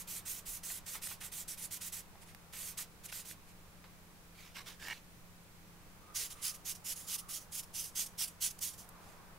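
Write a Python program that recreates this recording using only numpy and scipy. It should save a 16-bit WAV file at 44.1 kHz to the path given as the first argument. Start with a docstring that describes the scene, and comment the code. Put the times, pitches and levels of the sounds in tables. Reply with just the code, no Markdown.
"""A quiet, humming room: a stereo microphone close to a small hollow plastic part, right of centre.
A gloved hand rubs a sanding pad over it in two bouts: gritty noise with the ring of the hollow part,
and cracks where the pad snags. Small ticks and soft glove rustles fall around the strokes. Between
the bouts a stick is worked out of a foam block, with scrapes, creaks and ringing slips.
Far rush and faint whines lie behind; the microphone adds its own hiss."""
import sys
import numpy as np
from scipy import signal
from scipy.fft import rfft, irfft, next_fast_len
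from scipy.io import wavfile
from scipy.ndimage import uniform_filter1d, map_coordinates

SR = 44100
rng = np.random.default_rng(int(sys.argv[2]) if len(sys.argv) > 2 else 0)


def store_wav(level_fs):
    """Save 16-bit WAV to argv[1]."""
    pcm = np.round(np.clip(np.atleast_2d(level_fs), -1, 1) * 32767)
    wavfile.write(sys.argv[1], SR, pcm.T.astype(np.int16))


def makeup_ratio(level_db):
    """Linear amplitude ratio for a level in decibels (20 dB per factor of ten)."""
    decades = np.asarray(level_db, float) / 20
    return 10 ** decades


N = 413654


def unit(x):
    """Scale to rms 1."""
    return x / np.sqrt(np.mean(x ** 2) + 1e-20)


def along(points, hz):
    """Read (f/Hz, value) points on a log frequency axis."""
    f, v = np.transpose(points)
    return np.interp(np.log(hz + 1), np.log(f + 1), v)


def curve(rows):
    """Read (t/s, value) rows at every sample."""
    return np.interp(np.arange(N) / SR, *np.transpose(rows))


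def wobble(rate):
    """A smooth random curve, rate knots a second."""
    knots = rng.standard_normal(int(N * rate / SR) + 4)
    return map_coordinates(knots, [np.arange(N) * rate / SR])


def swell(s, length):
    """A soft hump of height 1, start and length in seconds."""
    return np.sin(np.pi * np.clip((np.arange(N) / SR - s) / length, 0, 1)) ** 2


def filtered(x, response):
    """Multiply the spectrum of x by a response of frequency."""
    m = next_fast_len(N + 8192)
    return irfft(rfft(x, m) * response(np.fft.rfftfreq(m, 1 / SR)), m)[..., :N]


def colour(spectrum):
    """Gain against frequency from (f/Hz, level/dB) points."""
    return lambda hz: makeup_ratio(along(spectrum, hz))


def modes(table):
    """Causal sum of (f/Hz, width/Hz, level/dB) resonances, alternating in sign."""
    return lambda f: sum((-1) ** k * makeup_ratio(db) * 1j * f * w / (c * c - f * f + 1j * f * w)
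                         for k, (c, w, db) in enumerate(table))


def spread(pair, alike, lean):
    """Turn two unrelated signals into left and right of given likeness and left-over-right lean in dB."""
    def turn(hz):
        return np.arccos(np.clip(along(alike, hz), 0, 1)) / 2

    mid, side = filtered(pair, lambda hz: np.array([np.cos(turn(hz)), np.sin(turn(hz))]))
    stereo = np.array([mid + side, mid - side])
    return filtered(stereo, lambda hz: makeup_ratio(np.outer([.5, -.5], along(lean, hz))))


def grains(share, size, patchy_db):
    """Two noises with tiny random catches; both favour the same narrow bands for a while."""
    catches = (rng.random(N) < share) * size * rng.random(N)
    z = signal.stft(rng.standard_normal((2, N)) * (1 + catches), nperseg=256)[2]
    field = uniform_filter1d(rng.standard_normal(z.shape[1:]), size=3, axis=0)  # neighbouring bands
    field = uniform_filter1d(field, size=24, axis=1)  # about 70 ms
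    return signal.istft(z * makeup_ratio(patchy_db * unit(field)), nperseg=256)[1][:, :N]


def rubbing(rows, entry_db, exit_db, rise, fall, blunt=2):
    """Strength of each rub: bites, swells by entry_db to its fastest point, eases by exit_db, lets go."""
    out, t = np.zeros(N), np.arange(N) / SR
    for s, length, db, fastest in rows:
        near = slice(max(0, round((s - .05) * SR)), round((s + length + .2) * SR))
        u, fastest = t[near] - s, np.clip(fastest, .05, .95)
        w = np.clip(u / length, 0, 1)
        entry = entry_db * abs(1 - w / fastest) ** blunt  # a higher blunt rounds the top
        leave = exit_db * abs((w - fastest) / (1 - fastest)) ** blunt
        slack_db = np.where(w < fastest, entry, leave)
        bite = 1 / (1 + np.exp(-u / rise))
        release = np.exp(-np.maximum(u - length, 0) / fall)
        out[near] += makeup_ratio(db - slack_db) * bite * release
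    return out


def banded(hz, width):
    """Two noises confined around one frequency."""
    m = next_fast_len(N)
    f = np.fft.rfftfreq(m, 1 / SR)
    z = rng.standard_normal((2, len(f))) + 1j * rng.standard_normal((2, len(f)))
    return unit(irfft(z / (1 + (2 * (f - hz) / width) ** 2), m)[:, :N])


def wavering(hz, width):
    """A tone whose pitch and strength drift."""
    phase = 2 * np.pi * np.cumsum(hz + width / 2 * wobble(24)) / SR
    return makeup_ratio(1.64 * wobble(16)) * np.sqrt(2) * np.sin(phase) * np.array([[1], [0]])


# colour of the room rumble: [f/Hz, relative level/dB per Hz]
RUMBLE_COLOUR = [(25, 1), (50, -7.5), (145, -8), (200, -11.5), (245, -17.5), (480, -16.5), (950, -30.5),
                 (2500, -24.5), (5000, -68)]
# hum tones before spreading: [f/Hz, pitch drift width/Hz, level/dB]
HUM_TONES = [(90, 20, -71), (173, 6, -66), (205, 10, -75), (304, 12, -78)]
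# far rush before spreading: [t/s, level/dB]
RUSH_LEVEL = [(0, -63.5), (5.6, -68), (6.2, -64), (8.75, -64.5), (8.95, -59.5), (9.38, -61)]
# faint far whines: [start t/s, length t/s, f/Hz, level/dB before spreading]
FAR_WHINES = [(6.0, .22, 1220, -62), (6.25, .4, 1200, -64), (7.0, .45, 1220, -62.5), (6.17, .1, 445, -63)]
# likeness of the room left to right: [f/Hz, likeness 0-1]
ROOM_LIKENESS = [(30, 0.36), (60, 0.77), (180, 0.59), (550, 0.72), (1650, 0.21)]
# room, left over right: [f/Hz, level/dB]
ROOM_BALANCE = [(30, 0.5), (180, 1), (1500, -1)]


def room():
    """Coloured noise rumbles, tones waver as hum, banded noise makes the far rush and whines."""
    rumble = unit(filtered(rng.standard_normal((2, N)), colour(RUMBLE_COLOUR)))
    rumble = makeup_ratio(-60.0 + 0.32 * wobble(2.32)) * rumble
    hum = sum(makeup_ratio(db) * wavering(hz, width) for hz, width, db in HUM_TONES)
    far = makeup_ratio(curve(RUSH_LEVEL)) * banded(966, 1230)
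    whine = sum(makeup_ratio(db) * np.sqrt(swell(s, length)) * banded(hz, .13 * hz)
                for s, length, hz, db in FAR_WHINES)
    return spread(rumble + hum + far + whine, ROOM_LIKENESS, ROOM_BALANCE)


# colour of the microphone's own noise: [f/Hz, relative level/dB per Hz]
HISS_COLOUR = [(700, -30), (1500, 10), (9000, 6), (15800, 5)]


def microphone_hiss():
    """Each side of the microphone adds unrelated noise, slightly stronger on the right."""
    hiss = unit(filtered(rng.standard_normal((2, N)), colour(HISS_COLOUR)))
    return makeup_ratio(-63.0) * hiss * makeup_ratio(np.array([[-.6], [.6]]))


# pad strokes, firm ones and light returns:
# [start t/s, length t/s, level/dB at the fastest point before flutter, fastest point 0-1]
PAD_STROKES = [(-0.05, 0.072, -44, 0.7), (0.074, 0.12, -44, 0.3), (0.254, 0.14, -43, 0.43),
               (0.457, 0.12, -43, 0.47), (0.633, 0.15, -42.5, 0.16), (0.862, 0.11, -43.5, 0.8),
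               (1.019, 0.061, -42, 1), (1.086, 0.054, -44.5, 0.8), (1.206, 0.07, -45.5, 0.7),
               (1.319, 0.11, -44, 0.77), (1.479, 0.063, -42, 0.04), (1.576, 0.088, -44.5, 1),
               (1.709, 0.062, -42.0, 0.23), (1.809, 0.078, -42.5, 0.97), (1.923, 0.076, -41.5, 0),
               (2.527, 0.19, -45, 0.83), (2.774, 0.053, -41.5, 0.16), (3.038, 0.026, -48.5, 1),
               (3.119, 0.096, -44.5, 0.5), (3.251, 0.078, -49.5, 0.3), (6.147, 0.12, -37, 0.16),
               (6.212, 0.073, -45.5, 0.55), (6.302, 0.049, -46, 0.05), (6.42, 0.11, -36.5, 0.42),
               (6.54, 0.038, -51, 0.26), (6.652, 0.086, -38.5, 0.6), (6.75, 0.027, -49.5, 0.05),
               (6.847, 0.1, -39, 0.7), (6.959, 0.14, -48, 0), (7.074, 0.097, -37.5, 0.78),
               (7.178, 0.038, -44.5, 0.4), (7.289, 0.11, -40, 0.65), (7.406, 0.052, -57, 0.05),
               (7.52, 0.1, -40.5, 0.72), (7.628, 0.025, -52.5, 0.3), (7.738, 0.11, -39, 0.61),
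               (7.838, 0.068, -45, 0.04), (7.955, 0.098, -34, 0.52), (8.058, 0.021, -47.5, 0.34),
               (8.181, 0.088, -34, 0.54), (8.275, 0.019, -46, 0.3), (8.41, 0.087, -32, 0.38),
               (8.502, 0.02, -46.5, 0.5), (8.59, 0.0059, -43.5, 0.1), (8.612, 0.11, -37.5, 0.23),
               (8.735, 0.018, -49, 0), (8.777, 0.089, -52, 0)]
# how strongly the grip lets the hollow part sound, against the grit: [t/s, level/dB]
BODY_LEVEL = [(0, -8.5), (.55, -10), (.85, -9), (1.25, -7), (1.4, -10), (2.6, -8.5), (3.05, -6), (6.2, -8),
              (6.9, -12), (8.4, -13.5)]
# grit on the first face: [f/Hz, relative level/dB per Hz]
FIRST_FACE = [(1500, -34), (2900, -22), (4500, -12), (6000, -3), (8000, 0), (14500, -2), (15800, -9)]
# grit on the second face: [f/Hz, relative level/dB per Hz]
SECOND_FACE = [(1300, -36), (3000, -4.5), (4240, -8), (4700, -2.5), (6200, 1.5), (8000, -0.5), (10500, 1.5),
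               (15800, -6.5)]
# bands of the second face that hard pressure brings out: [f/Hz, width/Hz, relative level/dB]
PRESSED_BANDS = [(3050, 310, -6.5), (5200, 820, -5)]
# modes of the hollow part, also rung by the snags: [f/Hz, width/Hz, relative level/dB]
PART_MODES = [(980, 680, -2), (1587, 118, 9), (1760, 346, 9), (3670, 4800, 9.5)]
# pad and snags, left over right: [f/Hz, level/dB]
PAD_BALANCE = [(1200, -2.5), (4400, -3), (8000, -4)]


def pad():
    """Grit hisses on the face and shakes the hollow part; uneven pressure makes it flutter."""
    turn_s = 5  # the part is turned to its second face
    slow = [row for row in PAD_STROKES if row[0] <= turn_s]
    quick = [row for row in PAD_STROKES if row[0] > turn_s]
    held = rubbing(slow, entry_db=6.5, exit_db=5.0, rise=0.0019, fall=0.012)
    lingers = rubbing(slow, entry_db=0.5, exit_db=3.5, rise=0.0018, fall=0.022)  # body outlasts hiss
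    flicked = rubbing(quick, entry_db=8.0, exit_db=18, rise=0.003, fall=0.028, blunt=1.97)
    flutter = makeup_ratio(.7 * wobble(45) + .9 * wobble(160))
    grit = grains(share=.012, size=2.6, patchy_db=2.5)
    first = unit(filtered(grit, colour(FIRST_FACE)))
    second = unit(filtered(grit, colour(SECOND_FACE)))
    hollow = unit(filtered(grains(share=0.005, size=3.5, patchy_db=1.0), modes(PART_MODES)))
    hollow = makeup_ratio(curve(BODY_LEVEL)) * hollow
    rub = held * first + flicked * second + (lingers + flicked) * hollow
    bands = unit(filtered(grains(share=0.0075, size=2.6, patchy_db=4), modes(PRESSED_BANDS)))
    pressure = (flicked / flicked.max()) ** 0.42  # the bands grow faster than the grit
    rub = rub + makeup_ratio(-15) * flicked * pressure * bands
    return spread(flutter * rub, [(1500, 1.0), (15000, 0.51)], PAD_BALANCE)


# small ticks and bumps of pad, glove and desk: [t/s, level/dB before the lean, ring f/Hz]
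SMALL_TICKS = [(0.479, -49, 34.7), (2.156, -49, 840), (8.890, -42, 11800)]


def ticks():
    """Each tick or soft bump is a few dying cycles and a brief crack around the same pitch."""
    out, t = np.zeros(N), np.arange(SR // 8) / SR
    for s, db, hz in SMALL_TICKS:
        ring = np.exp(-t * hz / 2.2) * np.sin(2 * np.pi * hz * t)
        edges = [hz / 1.6, min(hz * 3, 15500)]
        band = signal.butter(2, edges, "bandpass", fs=SR, output="sos")
        crack = signal.sosfilt(band, np.exp(-t / .003) * rng.standard_normal(len(t)))
        out[round(s * SR):][:len(t)] += makeup_ratio(db) * (ring + crack)
    return out * makeup_ratio(np.array([[-1.4], [1.4]]))  # right of centre


# the pad snags on an edge and jolts the hollow part:
# [t/s, shudder start level/dB before spreading, shudder decay t/s]
PAD_SNAGS = [(.702, -48, .016), (.942, -46, .003), (.951, -46, .02), (1.071, -44, .003), (1.112, -46, .009),
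             (1.212, -50, .035), (2.348, -44, .002), (2.535, -52, .05), (2.788, -46.5, .015),
             (3.125, -39.5, .0025), (3.312, -44, .001), (3.841, -56.5, .02), (7.993, -46, .003),
             (8.213, -45, .003)]


def snags():
    """A push and broad crack, fainter the slower the snag, then a gritty shudder in the part's modes."""
    crack_s, dull_hz, push_db = .0016, 2500, 14  # crack decay; low-pass corner; impulse over shudder
    (shudder, crack, push), t = np.zeros((3, N)), np.arange(SR // 10) / SR
    for s, db, lasts in PAD_SNAGS:
        near = slice(round(s * SR), round(s * SR) + len(t))
        shudder[near] += makeup_ratio(db) * np.exp(-t / lasts)
        crack[near] += makeup_ratio(db) * np.sqrt(crack_s / lasts) * np.exp(-t / crack_s)
        push[near.start] = -makeup_ratio(db + push_db) * min(crack_s / lasts, 1)

    def low(hz):
        resonance = modes(PART_MODES)(hz) + modes([(1100, 1200, 1)])(hz)
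        return resonance / (1 + 1j * hz / dull_hz) ** 2

    body = unit(filtered(grains(share=0.011, size=4, patchy_db=2.5), low))
    jolt = filtered(push, low) * [[1], [0]]
    noise = crack * rng.standard_normal((2, N))
    return spread(shudder * body + jolt + noise, [(1500, 0.73)], PAD_BALANCE)


# light brushes of glove and fingers, and in the second bout one light return stroke of the pad: [start t/s,
# length t/s, level/dB before wobble]
LIGHT_BRUSHES = [(2.202, 0.053, -56.5), (2.245, 0.1, -59), (3.453, 0.087, -63), (3.071, 0.055, -52.5),
                 (6.338, 0.13, -59), (8.94, 0.29, -64.5)]


def brushes():
    """Glove and fingers brush softly, and once the pad on a light return stroke: grainy noise with a broad,
    slightly dull hiss."""
    force = sum(makeup_ratio(db) * swell(s, length) for s, length, db in LIGHT_BRUSHES)
    force = force * makeup_ratio(0.59 * wobble(58))
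    skin = [(700, -30), (2000, 5.5), (4500, -1.0), (10000, 0.5), (15800, -10)]  # f/Hz, level/dB per Hz
    rustle = unit(filtered(grains(share=0.011, size=2.4, patchy_db=2), colour(skin)))
    return spread(force * rustle, [(3000, 0.58)], [(3000, -4.0)])


# the stick slipping in the foam:
# [start t/s, length t/s, level/dB at the fastest point before judder, fastest point 0-1]
STICK_PULLS = [(4.348, 0.18, -58, .4), (4.546, 0.085, -50, .4), (4.657, 0.09, -50, .22),
               (4.798, 0.19, -49.5, .4)]
# creaks while the stick binds: [start t/s, length t/s, f/Hz, level/dB before judder]
STICK_CREAKS = [(4.35, .18, 2340, -66), (4.55, .08, 1095, -59), (4.543, 0.08, 2150, -57),
                (4.785, 0.14, 1700, -53)]
# sudden slips of the stick: [t/s, level/dB, crack over ring level/dB]
STICK_SNAPS = [(4.8247, -42, -6), (4.851, -42, -12), (4.8715, -40, 0), (4.8836, -33, -4), (4.890, -38, -8),
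               (4.9001, -32, -20)]
# modes of stick, foam and the shell on top: [f/Hz, width/Hz, level/dB against the slip]
FOAM_MODES = [(890, 120, -11), (1860, 130, 0), (2220, 130, -2), (2810, 160, -1.5), (5750, 200, -12)]


def stick():
    """The stick scrapes and creaks in the foam; sudden slips crack and ring its modes in varying mixes."""
    cells = [(500, -12.5), (1500, -7.0), (2500, -3.0), (4600, -6), (15800, -16.5)]  # f/Hz, level/dB per Hz
    judder = makeup_ratio(1.6 * wobble(150))
    scrape = unit(filtered(grains(share=0.02, size=3.5, patchy_db=2.6), colour(cells)))
    scrape = rubbing(STICK_PULLS, entry_db=6, exit_db=13, rise=0.004, fall=0.015) * scrape
    creak = sum(makeup_ratio(db) * np.sqrt(swell(s, length)) * banded(hz, hz / 7)
                for s, length, hz, db in STICK_CREAKS)
    # eight slips run together into a chatter as the stick comes free
    start_s, gap_s, chatter_db = 4.908, .0033, -36
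    chatter = [(start_s + gap_s * (k + a / 4), chatter_db + 2 * b, -14)
               for k, (a, b) in enumerate(rng.standard_normal((8, 2)))]
    snaps, t = np.zeros((2, N)), np.arange(SR // 20) / SR
    onset = 1 - np.exp(-t / .0004)  # the foam gives, so the ring starts softly
    for s, db, crack_db in STICK_SNAPS + chatter:
        ring = np.zeros(len(t))
        for hz, width, level in FOAM_MODES:
            decay = np.exp(-np.pi * width * t)
            ring += makeup_ratio(level + rng.normal(0, 3)) * decay * onset * np.sin(2 * np.pi * hz * t)
        bright = np.diff(rng.standard_normal((2, len(t) + 1))) / 2
        crack = makeup_ratio(crack_db) * np.exp(-t / .0015) * bright
        snaps[:, round(s * SR):][:, :len(t)] += makeup_ratio(db) * (ring * [[1], [0]] + crack)
    return spread(judder * (scrape + creak) + snaps, [(1000, 0.97), (9000, 0.63)], [(2000, -4.0)])


def scene():
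    """All sources as they reach the two sides of the microphone."""
    return room() + pad() + ticks() + snags() + brushes() + stick()


def band_limit(x):
    """A steep low-pass at the top of the band."""
    return signal.sosfilt(signal.butter(12, 16520, fs=SR, output="sos"), x)


def record(dry):
    """The microphone adds its hiss, and nothing passes above 15760 Hz."""
    mix = filtered(dry + microphone_hiss(), lambda hz: hz < 15760)
    return band_limit(mix)


dry = scene()
out = record(dry)
store_wav(out)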